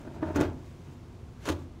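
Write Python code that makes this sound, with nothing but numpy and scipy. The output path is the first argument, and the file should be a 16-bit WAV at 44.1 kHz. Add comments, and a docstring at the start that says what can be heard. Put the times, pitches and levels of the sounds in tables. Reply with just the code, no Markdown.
"""A toilet roll turns and knocks in a big, hollow plastic wall dispenser, over the hum of ventilation.
As the paper is pulled, it snags twice on the toothed edge, jerks the case and makes the wall panel boom.
The loose sheet rustles softly, then tears off as its fibres and perforations break.
The tiled restroom adds a short echo."""
import sys
import numpy as np
from scipy import signal
from scipy.fft import rfft, irfft, next_fast_len
from scipy.io import wavfile

SR = 44100
rng = np.random.default_rng(int(sys.argv[2]) if len(sys.argv) > 2 else 0)


def pcm_store(signal):
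    """Save signal as 16-bit PCM."""
    levels = np.round(np.clip(np.atleast_2d(signal), -1, 1) * 32767)
    wavfile.write(sys.argv[1], SR, levels.astype(np.int16).T)


N = 79380

# tone colour of the ventilation (f/Hz, level/dB)
VENT_COLOUR = [(15, -46), (25, -7.5), (69, -0.5), (144, -1.5), (198, -10.5), (215, -13), (246, -5.5),
               (274, -17), (349, -9.5), (410, -16.5), (523, -19.5), (567, -24.5), (703, -22), (804, -25.5),
               (1050, -25.5), (1750, -35), (2170, -35.5), (6210, -43.5), (15500, -58)]
# how long the room echoes; t60 is the time to fade by 60 dB (f/Hz, t60/s)
ROOM_FADE = [(80, 0.99), (300, 0.36), (700, 0.47), (1500, 0.32), (5000, 0.22), (14000, .2)]
# bounces off nearby surfaces (delay/s, gain)
BOUNCES = [(.0019, 0.19), (.0043, 0.12), (.0071, 0.22), (0.0108, 0.17)]
# loose paper sliding through the hand (t/s, level/dB)
RUSTLE_LEVEL = [(0, -61.5), (.1, -70.5), (.15, -61.5), (.2, -71.5), (.3, -61.5), (.55, -68.5), (.66, -63.5),
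                (.76, -68), (.92, -64.5), (1.02, -72.5), (1.35, -71), (1.62, -63), (1.7, -86)]
# tone colour of that rustle (f/Hz, level/dB)
LOOSE_PAPER_COLOUR = [(300, 4), (1000, 3), (2500, 0.5), (4500, -5.5), (6800, -4), (8500, -10.5),
                      (11000, -15), (16000, -16)]
# the wall panel's modes, the tones it rings with (f/Hz, level/dB, t60/s)
PANEL_MODES = [(86.35, 2.5, 0.54), (131.7, -9.5, 0.36)]
# tugs that reach the wall panel (t/s, level/dB)
PANEL_TUGS = [(0.1472, -39.5), (0.2535, -37.5), (0.3441, -35), (0.383, -30), (0.4507, -30), (1.497, -33.5)]
# the dull clatter in each knock (f/Hz, level/dB)
THUD_COLOUR = [(60, -25), (200, -1), (450, 4.5), (780, -12), (1600, -7.5), (2500, -21), (5000, -36.5),
               (16000, -76)]
# the roll rubbing as it turns on its hub (t/s, level/dB)
RUB_LEVEL = [(0, -48), (.06, -48), (.12, -51.5), (.16, -46.5), (.21, -46), (.24, -40.5), (.265, -38),
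             (.29, -36.5), (.33, -46.5), (.36, -38), (.415, -23.5), (.44, -42), (.52, -47), (.6, -59.5)]
# that rubbing, heard through the hollow roll (f/Hz, level/dB)
RUB_COLOUR = [(60, -13), (170, -5.5), (250, -1.5), (330, 0.5), (420, -10), (520, -22), (580, -4),
              (650, -6.5), (780, -14.5), (960, -13), (1120, -23.5), (1500, -19), (1800, -26.5),
              (2400, -30.5), (5000, -42.5), (16000, -61)]
# the roll drops against its hub (t/s, level/dB)
ROLL_DROPS = [(0.0742, -35.5), (.159, -38.5), (0.2242, -27), (0.2276, -21.5), (.285, -31), (.304, -29.5)]
# ringing tones of the hollow roll (f/Hz, level/dB, t60/s)
ROLL_MODES = [(258, -6, 0.042), (306, 2, 0.058), (585, -15, 0.064), (626.5, -10.5, 0.13), (905, -19, 0.15),
              (956.5, -16, .13), (1243, -17, 0.048), (1490, -22.5, 0.081), (1787, -26.5, 0.09)]
# the tight sheet jerks the case (t/s, level/dB)
CASE_JERKS = [(.359, -19.5), (.387, -23.5), (0.4098, -21), (.450, -37), (1.478, -23.5), (1.5008, -26)]
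# ringing tones of the plastic case (f/Hz, level/dB, t60/s)
CASE_MODES = [(264.7, -10.5, 0.15), (294.6, 2.5, .105), (342, -8.5, 0.19), (370.5, -6.5, 0.38),
              (418, -16, 0.23), (507, -19.5, 0.24), (589.5, -6.5, 0.12), (625, -13, 0.16),
              (862.3, -13.5, 0.16), (948, -20.5, 0.18), (1225, -22.5, 0.09), (1382, -13.5, 0.11)]
# the tight sheet rasping over the teeth (t/s, level/dB)
RASP_LEVEL = [(.335, -66), (.352, -41), (.372, -37.5), (.39, -51), (.40, -39), (.43, -38), (.46, -44),
              (.5, -64)]
# tone colour of that rasp (f/Hz, level/dB)
RASP_COLOUR = [(100, -26), (200, -3), (400, 6.5), (700, 1), (1000, 1), (1600, -2.5), (3000, -12),
               (6500, -22), (9000, -33), (16000, -32)]
# the sheet snags on the teeth (t/s, level/dB, time to rise 20 dB/s, time to fall 20 dB/s)
SNAG_BURSTS = [(0.3614, -32, .0055, 0.0126), (0.4111, -30, 0.0092, 0.0055)]
# tone colour of a snag (f/Hz, level/dB)
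SNAG_BURST_COLOUR = [(100, -23), (400, 4), (1500, 9), (3000, -7), (5200, -6.5), (6600, 0), (7800, -8.5),
                     (10500, -15), (13000, -12.5), (16000, -20)]
# single perforations giving way (t/s, level/dB)
PERFORATION_SNAPS = [(1.4550, -34), (1.474, -36), (1.4892, -24.5), (1.501, -34), (1.52, -36.5),
                     (1.5283, -46)]
# tone colour of those snaps (f/Hz, level/dB)
PERFORATION_COLOUR = [(100, -10), (400, 3), (1400, 6), (2800, -2.5), (4200, -3.5), (5200, -5), (6800, -9),
                      (9000, -15.5), (15500, -22)]
# the tear running across the sheet (t/s, level/dB)
TEAR_LEVEL = [(1.38, -74), (1.42, -57), (1.452, -50), (1.459, -39), (1.467, -39.5), (1.474, -38),
              (1.484, -40), (1.491, -28), (1.497, -32), (1.508, -43), (1.529, -43), (1.535, -73)]
# tone colour of the tearing fibres (f/Hz, level/dB)
FIBRE_COLOUR = [(100, -10), (200, 7), (380, 6), (600, 3.5), (800, -3), (1000, 1.5), (1400, -3),
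                (2100, -4.5), (4200, -8), (5000, -12.5), (6800, -10.5), (8000, -19), (11000, -20),
                (15500, -29)]

FIBRES_PER_S, FIBRE_SPREAD_DB = 4000, 3
CASE_ECHO_DB, PAPER_ECHO_DB = -10.5, -12
TIME = np.arange(N) / SR


def amp(db):
    """Turn decibels into a gain to multiply by."""
    return 10 ** (np.asarray(db) / 20)


def unit(x):
    """Scale a sound so that its average strength (rms) is 1."""
    return x / np.sqrt(np.mean(x ** 2) + 1e-20)


def along(points, hz):
    """Read between (f/Hz, value) points on a log frequency axis."""
    freqs, values = np.transpose(points)
    return np.interp(np.log(hz + 1), np.log(freqs + 1), values)


def level(points):
    """A gain curve through (t/s, level/dB) points; it opens 30 ms early and is silent after the last."""
    times, db = np.transpose(points)
    return amp(np.interp(TIME, times, db, right=-120)) * (TIME >= times[0] - .03)


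def since(start):
    """Seconds since a moment, zero before it."""
    return np.maximum(TIME - start, 0)


def filtered(x, response):
    """Multiply each frequency in a sound by response(hz)."""
    size = next_fast_len(N + SR // 2)
    hz = np.fft.rfftfreq(size, 1 / SR)
    return irfft(rfft(x, size) * response(hz), size)[:N]


def coloured(x, colour):
    """Give a sound a tone colour, at strength 1."""
    return unit(filtered(x, lambda hz: amp(along(colour, hz))))


def grains(per_s, spread_db):
    """Tiny clicks of uneven size at random times."""
    sizes = amp(spread_db * np.clip(rng.standard_normal(N), -2, 2))
    return (rng.random(N) < per_s / SR) * sizes * rng.choice([-1, 1], N)


def ring(modes, start, attack_s, spread_db):
    """A struck object rings with fading tones, each randomly a bit louder or softer."""
    t = since(start)
    tones = 0
    for hz, db, t60 in modes:
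        strength = amp(db + spread_db * rng.standard_normal())
        tones += strength * amp(-60 * t / t60) * np.sin(2 * np.pi * hz * t)
    return tones * (1 - np.exp(-t / attack_s))


def knock(modes, start, attack_s, thud_db=-14, thud_t60_s=0.079):
    """A soft knock: ringing tones and a short, dull clatter."""
    t = since(start)
    burst = rng.standard_normal(N) * (t > 0) * amp(-60 * t / thud_t60_s)
    thud = coloured(burst, THUD_COLOUR) * np.std(burst)
    return ring(modes, start, attack_s, spread_db=2) + amp(thud_db) * thud


def ventilation(level_db=-45.5):
    """Moving air makes a steady, low rush."""
    return amp(level_db) * coloured(rng.standard_normal(N), VENT_COLOUR)


def room_echo(x, build_up_s=0.0028):
    """The tiled room's echo, in which high tones fade sooner than low ones."""
    hz, t, spectrum = signal.stft(rng.standard_normal(SR), SR, nperseg=256)
    fade = amp(-60 * t / along(ROOM_FADE, hz)[:, None])
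    _, tail = signal.istft(spectrum * fade, SR, nperseg=256)
    tail *= 1 - np.exp(-np.arange(len(tail)) / SR / build_up_s)
    return signal.fftconvolve(x, tail / np.linalg.norm(tail))[:N]


def near_bounces(x):
    """A sound plus its first bounces off the case and the stall, each a delayed, softer copy."""
    return filtered(x, lambda hz: 1 + sum(g * np.exp(-2j * np.pi * hz * delay) for delay, g in BOUNCES))


def rustle():
    """The hanging sheet makes a soft, dense crackle."""
    return level(RUSTLE_LEVEL) * coloured(grains(per_s=5000, spread_db=6), LOOSE_PAPER_COLOUR)


def panel_booms():
    """The tugs set the wall panel booming."""
    return sum(amp(db) * ring(PANEL_MODES, t, attack_s=0.0033, spread_db=4.5) for t, db in PANEL_TUGS)


def turning_roll():
    """The hollow roll sticks, slips and knocks on its hub."""
    drops = sum(amp(db) * knock(ROLL_MODES, t, attack_s=0.00068) for t, db in ROLL_DROPS)
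    rubbing = level(RUB_LEVEL) * coloured(grains(per_s=1200, spread_db=3), RUB_COLOUR)
    return drops + rubbing


def case_knocks():
    """Each jerk of the sheet makes the plastic case ring."""
    return sum(amp(db) * knock(CASE_MODES, t, attack_s=0.0026) for t, db in CASE_JERKS)


def rasp():
    """The tight sheet drags over the toothed edge."""
    return level(RASP_LEVEL) * coloured(grains(per_s=2500, spread_db=4), RASP_COLOUR)


def snags():
    """Fibres catch on the teeth and break in two short bursts."""
    gain = 0
    for peak, db, rise, fall in SNAG_BURSTS:
        below_peak_db = 20 * np.maximum((peak - TIME) / rise, (TIME - peak) / fall)
        gain += amp(db - below_peak_db)
    return gain * coloured(grains(FIBRES_PER_S, FIBRE_SPREAD_DB), SNAG_BURST_COLOUR)


def snaps(t60_s=0.015):
    """Each perforation gives way all at once, with a crack that dies quickly."""
    gain = sum(amp(db - 60 * since(t) / t60_s) * (TIME > t) for t, db in PERFORATION_SNAPS)
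    return gain * coloured(rng.standard_normal(N), PERFORATION_COLOUR)


def tear(case_db=-17):
    """Fibres break across the sheet, and the teeth pass the shaking on to the case."""
    fibres = grains(FIBRES_PER_S, FIBRE_SPREAD_DB)
    gain = level(TEAR_LEVEL)
    case_ring = ring(CASE_MODES, start=0, attack_s=0.00068, spread_db=2.5)
    shaken_case = signal.fftconvolve(unit(fibres) * gain, case_ring / np.linalg.norm(case_ring))[:N]
    return gain * coloured(fibres, FIBRE_COLOUR) + amp(case_db) * shaken_case


def scene():
    """The dispenser and the paper sound in the room, over the ventilation."""
    dispenser = turning_roll() + case_knocks()
    paper = near_bounces(snags() + rasp() + tear() + snaps() + rustle())
    echo = room_echo(amp(CASE_ECHO_DB) * dispenser + amp(PAPER_ECHO_DB) * paper)
    return (dispenser + paper + panel_booms() + echo + ventilation())[None]


def record(dry):
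    """The microphone loses the deepest bass and the very highest treble."""
    low_cut_hz, top_hz = 28, 15750
    return filtered(dry[0], lambda hz: (hz < top_hz) * (1 - 1 / (1 + (hz / low_cut_hz) ** 4)))[None]


dry = scene()
out = record(dry)
pcm_store(out)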